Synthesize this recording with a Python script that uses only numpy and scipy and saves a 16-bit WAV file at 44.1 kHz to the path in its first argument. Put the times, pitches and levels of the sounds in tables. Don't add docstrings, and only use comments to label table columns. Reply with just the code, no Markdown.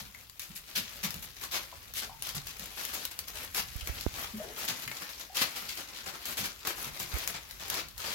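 import sys
import numpy as np
from scipy import signal
from scipy.fft import rfft, irfft, next_fast_len
from scipy.io import wavfile

SR = 44100
rng = np.random.default_rng(int(sys.argv[2]) if len(sys.argv) > 2 else 0)


def generate_wav(signal):
    frames = np.transpose(np.atleast_2d(signal))
    scaled = np.clip(frames, -1, 1) * 32767
    pcm = np.round(scaled).astype(np.int16)
    wavfile.write(sys.argv[1], SR, pcm)


N = 358974
T = np.arange(N) / SR
TOP_HZ = 16050


# f/Hz, level/dB
PAPER_SPECTRUM = [(200, -19.5), (700, -20.5), (1400, -8.5), (2400, -0.5), (4200, 0), (6800, -3),
                  (8800, -10), (10500, -5), (12500, -2), (16000, -10)]
# f/Hz, level/dB
PAD_SPECTRUM = [(80, -6), (200, -3), (680, -1), (1300, 1.5), (2200, -1.5), (4000, -13.5), (9000, -19.5)]
def paws(rub_db=3.0, crush_db=-38.5, fine_hz=7500):
    pressure, rub, fine = treading()
    crush = pressure / np.hypot(pressure, undb(crush_db))
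    lowpass, highpass = (signal.butter(3, fine_hz, kind, fs=SR, output="sos") for kind in ("low", "high"))
    coarse_creases = signal.sosfilt(lowpass, pressure * creases(crush))
    fine_creases = signal.sosfilt(highpass, fine * creases(crush))
    paper = colour(coarse_creases + fine_creases, PAPER_SPECTRUM)
    pads = unit(colour(crackle(per_s=1000, spread_db=3.0, decay_s=0.0062), PAD_SPECTRUM))
    return patchy(paper + undb(rub_db) * rub * pads)


# t/s, rise/s, slide/s, crackle/dB, rub/dB re crackle, treble/dB re crackle
PAW_STEPS = [(0.0, 0.00042, 0.0025, -38, -11, -4), (0.395, 0.0039, 0.039, -44.5, -32, 1),
             (0.549, 0.0052, 0.021, -46, -37, 4.5), (0.7502, 0.012, 0.022, -29, -22, -2),
             (1.028, 0.01, 0.015, -30, -17.5, -1.5), (1.219, .003, 0.026, -48.5, -10.5, 6),
             (1.408, 0.016, 0.029, -43, -6, 3.5), (1.506, 0.048, 0.02, -32, -10.5, -3),
             (1.94, 0.051, 0.008, -35, -17.5, 2.5), (2.018, 0.0037, 0.025, -40, -9, -3),
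             (2.221, 0.0069, 0.037, -43, -15.5, -2), (2.266, 0.0045, 0.041, -41.5, -10.5, -4),
             (2.346, 0.0039, 0.023, -40.5, -9.5, 3.5), (2.465, .003, 0.044, -45.5, -15, 0.5),
             (2.753, 0.048, 0.014, -39, -9, 1), (2.924, 0.014, 0.012, -41, -10.5, 5),
             (3.111, 0.0015, 0.004, -41, -14, 2.5), (3.27, .008, 0.023, -45.5, -11, 2),
             (3.33, 0.038, 0.08, -45, -8, 3), (3.537, 0.04, 0.023, -33, -10, 3.5),
             (3.872, 0.00092, 0.0064, -45, 0, -14), (4.125, 0.051, 0.057, -41.5, -7, 0.5),
             (4.563, 0.019, 0.071, -40.5, -7.5, 1), (4.677, 0.0047, 0.024, -32, -12.5, -6),
             (4.818, 0.0043, 0.016, -41.5, -12, 2.5), (5.005, 0.012, 0.018, -46, -1, 3),
             (5.087, 0.0042, 0.013, -46.5, -8, 3), (5.195, 0.006, 0.013, -45, -9.5, -1),
             (5.343, 0.029, 0.039, -30.5, -13.5, -3), (5.409, 0.0092, 0.0058, -24, -11, -1),
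             (5.549, 0.014, 0.019, -37.5, -10.5, 0.5), (5.6877, .001, 0.0054, -33, -23, -5),
             (5.762, 0.02, 0.027, -43, -8, 1), (5.928, 0.0042, 0.077, -44.5, -11, -11),
             (6.054, 0.014, 0.027, -40.5, -7.5, -3), (6.135, 0.0075, 0.017, -47, -0.5, -2),
             (6.251, 0.003, 0.076, -40.5, -9, 3), (6.368, 0.0056, 0.041, -35, -10, 0),
             (6.433, 0.019, .008, -34.5, -10.5, 0.5), (6.65, 0.0007, 0.0044, -36.5, -3.5, -2),
             (6.666, 0.0045, 0.038, -34.5, -9.5, -2.5), (6.755, 0.038, 0.095, -44, -6.5, 3),
             (6.993, .002, 0.019, -44, -3.5, 8.5), (7.106, 0.026, .11, -43, -6, -3),
             (7.339, 0.003, 0.028, -37.5, -10.5, -12), (7.592, 0.013, 0.091, -43.5, -9, -4.5),
             (7.678, 0.076, 0.047, -35.5, -9, -4), (8.037, .01, 0.062, -39.5, -7.5, -7)]
# t/s, level/dB
FIDGET_LEVELS = [(0, -55), (.35, -60), (.47, -50), (.63, -60.5), (.69, -51.5), (.9, -47), (1.12, -48.5),
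                 (1.29, -57), (1.72, -52.5), (2.18, -58.5), (2.72, -47.5), (3.0, -43.5), (3.16, -57),
                 (3.22, -53), (4.3, -46), (4.52, -53), (4.8, -45.5), (5.24, -48), (5.31, -54.5), (5.5, -47),
                 (6.62, -52.5), (7.28, -44.5), (7.41, -53), (7.96, -54), (8.02, -41.5)]
def treading(fidget_rub_db=-9.5, fidget_fine_db=-0.5, flicker_db=3):
    fidget = undb(curve(FIDGET_LEVELS) + flicker_db * wander(per_s=30))
    power = np.outer(undb([0, fidget_rub_db, fidget_fine_db]), fidget) ** 2
    for s, rise_s, slide_s, db, rub_db, fine_db in PAW_STEPS:
        envelope = undb(db) * step(rise_s, slide_s)
        add(power, s, np.outer(undb([0, rub_db, fine_db]), envelope) ** 2)
    return np.sqrt(power)


def step(rise_s, slide_s, release_s=0.013, settle_s=0.19, settle_db=-21.5):
    t = T[:SR]
    stopped = np.maximum(t - rise_s - slide_s, 0)
    lingering = undb(settle_db)
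    fade = (1 - lingering) * np.exp(-stopped / release_s) + lingering * np.exp(-stopped / settle_s)
    return np.sin(np.pi / 2 * np.minimum(t / rise_s, 1)) * fade


def creases(crush, crinkle_db=-5.5):
    crinkles = undb(crinkle_db) * crackle(per_s=70, spread_db=3.5, decay_s=.003)
    sparse = crackle(per_s=1500, spread_db=3.8, decay_s=.0014)
    dense = crackle(per_s=5000, spread_db=2.7, decay_s=.001)
    return np.sqrt(1 - crush ** 2) * (crinkles + sparse) + crush * dense


def crackle(per_s, spread_db, decay_s):
    sizes = undb(spread_db * np.minimum(rng.standard_exponential(N), 4))
    clicks = (rng.random(N) < per_s / SR) * sizes
    energy = signal.lfilter([1], [1, -np.exp(-2 / (decay_s * SR))], clicks ** 2)
    return unit(np.sqrt(energy) * stereo_noise())


def patchy(x, depth_db=1.5, per_s=25, count=26):
    size = next_fast_len(N, real=True)
    f = np.fft.rfftfreq(size, 1 / SR)
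    band_index = np.interp(np.log(f + 1), np.log([300, 16000]), [0, count - 1])
    spectrum = rfft(x, size)
    triangles = (np.maximum(1 - np.abs(band_index - k), 0) for k in range(count))
    bands = (irfft(spectrum * triangle, size)[:, :N] for triangle in triangles)
    return sum(band * undb(depth_db * wander(per_s)) for band in bands)


# t/s, level/dB, ring f/Hz
CREASE_SNAPS = [(0.297, -36, 4600), (0.3948, -27, 10300), (0.5649, -31.5, 5260), (1.106, -26, 5130),
                (1.1418, -27.5, 12200), (1.226, -32.5, 12350), (1.438, -29, 4380), (1.9375, -29, 12700),
                (2.2227, -23, 10750), (2.2695, -28, 2980), (2.291, -26, 4650), (2.47, -28, 4870),
                (2.595, -27.5, 12100), (2.658, -30.5, 6850), (2.851, -22.5, 11500), (3.006, -46, 4800),
                (3.0519, -20, 11800), (3.19, -21, 4500), (3.282, -29, 11800), (3.547, -21.5, 12100),
                (3.873, -24, 2300), (4.0097, -26, 4600), (4.685, -21, 3430), (5.3698, -19, 3080),
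                (5.703, -31, 4900), (6.255, -27, 4970), (6.378, -24.5, 12200), (6.672, -19.5, 12870),
                (6.845, -26, 11800), (7.000, -27, 6000), (7.185, -26.5, 13000), (7.239, -31, 4540),
                (7.2754, -17.5, 11000), (7.51, -30.5, 4070), (7.681, -30, 5000), (7.7, -19, 13600),
                (7.742, -23, 4000), (7.885, -35.5, 4500), (7.9793, -30, 4330)]
# f/Hz, level/dB
CRACK_SPECTRUM = [(200, -23), (2000, -7), (6500, -5), (8800, -11.5), (12000, -3), (16000, -6)]
def snaps(rise_s=.0003, crack_s=.0025, flap_s=.008, flap_db=-13, ring_db=-7, decay_cycles=5):
    out = np.zeros((2, N))
    for s, db, hz in CREASE_SNAPS:
        crack = unit(colour(burst(crack_s) + undb(flap_db) * burst(flap_s), CRACK_SPECTRUM))
        t = T[:crack.shape[1]]
        phase = 2 * np.pi * (hz * t + rng.random((2, 1)))
        ring = unit(np.sin(phase) * np.exp(-t * hz / decay_cycles))
        snap = (crack + undb(ring_db) * ring) * np.minimum(t / rise_s, 1)
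        onset_size = 1.75 * np.sqrt(np.mean(snap[:, t < .002] ** 2))
        add(out, s, undb(db) * snap / onset_size)
    return out


# t/s, level/dB, resonance f/Hz
HOLLOW_TAPS = [(0.147, -41, 2140), (1.435, -34, 1070), (3.809, -33, 2940), (4.183, -36.5, 1180),
               (4.243, -32.5, 1230), (4.877, -29, 2030), (4.915, -30.5, 2190), (5.02, -35, 1180),
               (6.65, -35, 1300), (7.0, -34.5, 3130)]
def taps(pat_s=0.005, skirt_db=-13, edge_db=-22, width=1.32):
    out = np.zeros((2, N))
    for s, db, hz in HOLLOW_TAPS:
        peak = [(hz / width, skirt_db), (hz, 0), (hz * width, skirt_db)]
        hollow = [(hz / 10, edge_db), *peak, (TOP_HZ, edge_db)]
        add(out, s, undb(db) * colour(burst(pat_s, size=2048), hollow))
    return out


# t/s, length/s, start f/Hz, end f/Hz, level/dB, roughness (0 = smooth)
PUPPY_CALLS = [(1.725, 0.033, 1040, 277, -47, 1.11), (2.094, 0.016, 892, 890, -39.5, 0.54),
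               (2.108, 0.064, 907, 897, -48, 0.37), (4.336, 0.073, 224.4, 197, -37.5, 0.2),
               (4.38, 0.18, 590, 800, -44, 0.4), (4.4, 0.034, 630, 683, -36.5, 0),
               (4.441, 0.18, 402, 463, -48.5, 0.5), (5.299, 0.025, 750, 775, -45, 0),
               (5.318, 0.05, 793, 840, -53, 0.1)]
def squeaks(waver=0.024, overtone_db=-22, flutter_per_s=450):
    out = np.zeros(N)
    for s, length_s, start_hz, end_hz, db, rough in PUPPY_CALLS:
        progress = np.linspace(0, 1, int(length_s * SR))
        wobble = np.interp(progress, np.linspace(0, 1, 10), rng.standard_normal(10))
        pitch_hz = start_hz * (end_hz / start_hz) ** progress * (1 + waver * wobble)
        phase = 2 * np.pi * np.cumsum(pitch_hz) / SR
        kicks = rng.standard_normal(size=(100, 2)) @ np.array([1, 1j])
        flutter = np.interp(progress * length_s * flutter_per_s, np.arange(len(kicks)), kicks)
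        tone = np.exp(1j * phase) + undb(overtone_db) * np.exp(2j * phase)
        voice = (tone * (1 - rough + rough * flutter)).imag
        add(out, s, undb(db) * np.sin(np.pi * progress ** 0.37) * voice)
    return np.array([out, out])


# t/s, level/dB
FLOOR_LOADS = [(.005, -53), (.485, -53.5), (.765, -46), (1.036, -43.5), (1.14, -49), (2.343, -46.5),
               (2.59, -53.5), (4.69, -47.5), (4.86, -49.5), (6.39, -44.5), (6.863, -50.5), (6.996, -49.5),
               (7.83, -56.5)]
# f/Hz, level/dB
FLOOR_SPECTRUM = [(40, -35), (80, -4), (130, 4), (210, 3), (330, -15), (1500, -28.5)]
def footfalls(swell_s=0.018):
    load, u = np.zeros(N), T[:SR // 4] / swell_s
    for s, db in FLOOR_LOADS:
        add(load, s, undb(db) * u * np.exp(1 - u))
    return load * unit(colour(stereo_noise(), FLOOR_SPECTRUM))


# t/s, thump level/dB, thump f/Hz, swell/s, click level/dB, click f/Hz
FINGER_BUMPS = [(3.756, -18, 54, 0.0028, -56, 176), (3.82, -18, 62.6, 0.015, -84, 150),
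                (3.894, -16.5, 63.5, 0.0042, -23, 222), (4.0648, -16.5, 77, .001, -3, 286),
                (7.136, -3, 63, 0.026, -50, 250), (7.1708, -47, 70, .002, -20, 430)]
def bumps(thump_s=0.0083, click_s=0.00077, left_db=-22):
    out, t = np.zeros(N), T[:SR // 5]
    for s, thump_db, thump_hz, swell_s, click_db, click_hz in FINGER_BUMPS:
        thump = np.sin(2 * np.pi * thump_hz * t) * np.minimum(t / swell_s, 1) * np.exp(-t / thump_s)
        click = np.sin(2 * np.pi * click_hz * t) * np.exp(-t / click_s)
        add(out, s, undb(thump_db) * thump + undb(click_db) * click)
    return np.array([undb(left_db) * out, out])


def room(x, t60_s=0.28, treble_t60_s=0.12, wet_db=-6, size=2048):
    t, wet = T[:SR // 4], np.zeros_like(x)
    noise = stereo_noise()
    low = signal.sosfilt(signal.butter(1, 4000, fs=SR, output="sos"), noise)
    high = noise - low
    window = np.sqrt(np.hanning(size))
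    slow, fast = (undb(-60 * t / t60) * (t > .003) for t60 in (t60_s, treble_t60_s))
    for i in range(0, N - size, size // 2):
        start = rng.integers(N - len(t))
        part = slice(start, start + len(t))
        tail = low[:, part] * slow + high[:, part] * fast
        tail /= np.linalg.norm(tail, axis=1, keepdims=True)
        add(wet, i / SR, signal.fftconvolve(x[:, i:i + size] * window, tail, axes=1))
    return x + undb(wet_db) * wet


# f/Hz, level/dB
AIR_SPECTRUM = [(500, -32), (4400, -1), (8800, -6), (12300, 4), (16000, 3)]
# f/Hz, level/dB
RUMBLE_SPECTRUM = [(20, -14), (52, -2.5), (140, -15.5), (260, -26.5), (800, -81)]
# t/s, level/dB
RUMBLE_LEVELS = [(0, -58), (.7, -61.5), (1.1, -53), (1.6, -56), (2.4, -53.5), (2.8, -60), (4.0, -48.5),
                 (5.0, -64), (7.0, -56)]
def background(air_db=-58.0):
    air = unit(colour(stereo_noise(), AIR_SPECTRUM))
    rumble = unit(colour(stereo_noise(), RUMBLE_SPECTRUM))
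    return undb(air_db) * air + undb(curve(RUMBLE_LEVELS)) * rumble


# f/Hz, left minus right level/dB
PORT_DIFFERENCE = [(130, -5), (380, 5.5), (650, 4), (1500, 3.5), (3200, 5), (5800, 2.5), (8000, 14.5),
                   (12000, -1.5), (15500, 17)]
def port_responses(x):
    f = np.maximum(np.fft.rfftfreq(N, 1 / SR), 1)
    gains = panned(spectrum_db(f, PORT_DIFFERENCE))
    return irfft(rfft(x) * gains / np.sqrt(np.mean(gains ** 2, axis=0)), N)


def two_ports(x, coherent_hz=800):
    f = np.fft.rfftfreq(x.shape[-1], 1 / SR)
    coherence = .8 * np.exp(-(f / coherent_hz) ** 2)
    mid, side = rfft(x) * np.sqrt([1 + coherence, 1 - coherence])
    return irfft(np.array([mid + side, mid - side]), x.shape[-1]) / np.sqrt(2)


def stereo_noise():
    return two_ports(rng.standard_normal((2, N)))


def burst(decay_s, size=1024):
    return two_ports(rng.standard_normal((2, size)) * np.exp(-np.arange(size) / SR / decay_s))


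def colour(x, points, size=4096):
    f = np.maximum(np.fft.rfftfreq(size, 1 / SR), 1)
    cepstrum = irfft(np.log(undb(spectrum_db(f, points))))
    cepstrum[1:size // 2] *= 2
    cepstrum[size // 2 + 1:] = 0
    response = irfft(np.exp(rfft(cepstrum)))
    return signal.oaconvolve(x, response[None] / np.linalg.norm(response))[:, :x.shape[-1]]


def spectrum_db(f, points):
    hz, db = np.transpose(points)
    return np.interp(np.log(f), np.log(hz), db)


def curve(points):
    return np.interp(T, *np.transpose(points))


def wander(per_s):
    return np.interp(T * per_s, np.arange(1000), rng.standard_normal(1000))


def undb(db):
    return 10 ** (np.asarray(db) / 20)


def unit(x):
    return x / np.sqrt(np.mean(x ** 2))


def panned(db):
    return undb(np.array([[.5], [-.5]]) * db)


def add(out, s, x):
    i = int(s * SR)
    out[..., i:i + x.shape[-1]] += x[..., :N - i]


def scene():
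    dogs = paws() + snaps() * panned(db=0.5) + taps() + squeaks() + footfalls()
    return port_responses(room(dogs) + background()) + bumps()


def record(dry):
    thinned = signal.sosfilt(signal.butter(2, 38, "high", fs=SR, output="sos"), dry)
    return signal.sosfilt(signal.ellip(10, .2, 70, TOP_HZ, fs=SR, output="sos"), thinned)


dry = scene()
out = record(dry)
generate_wav(out)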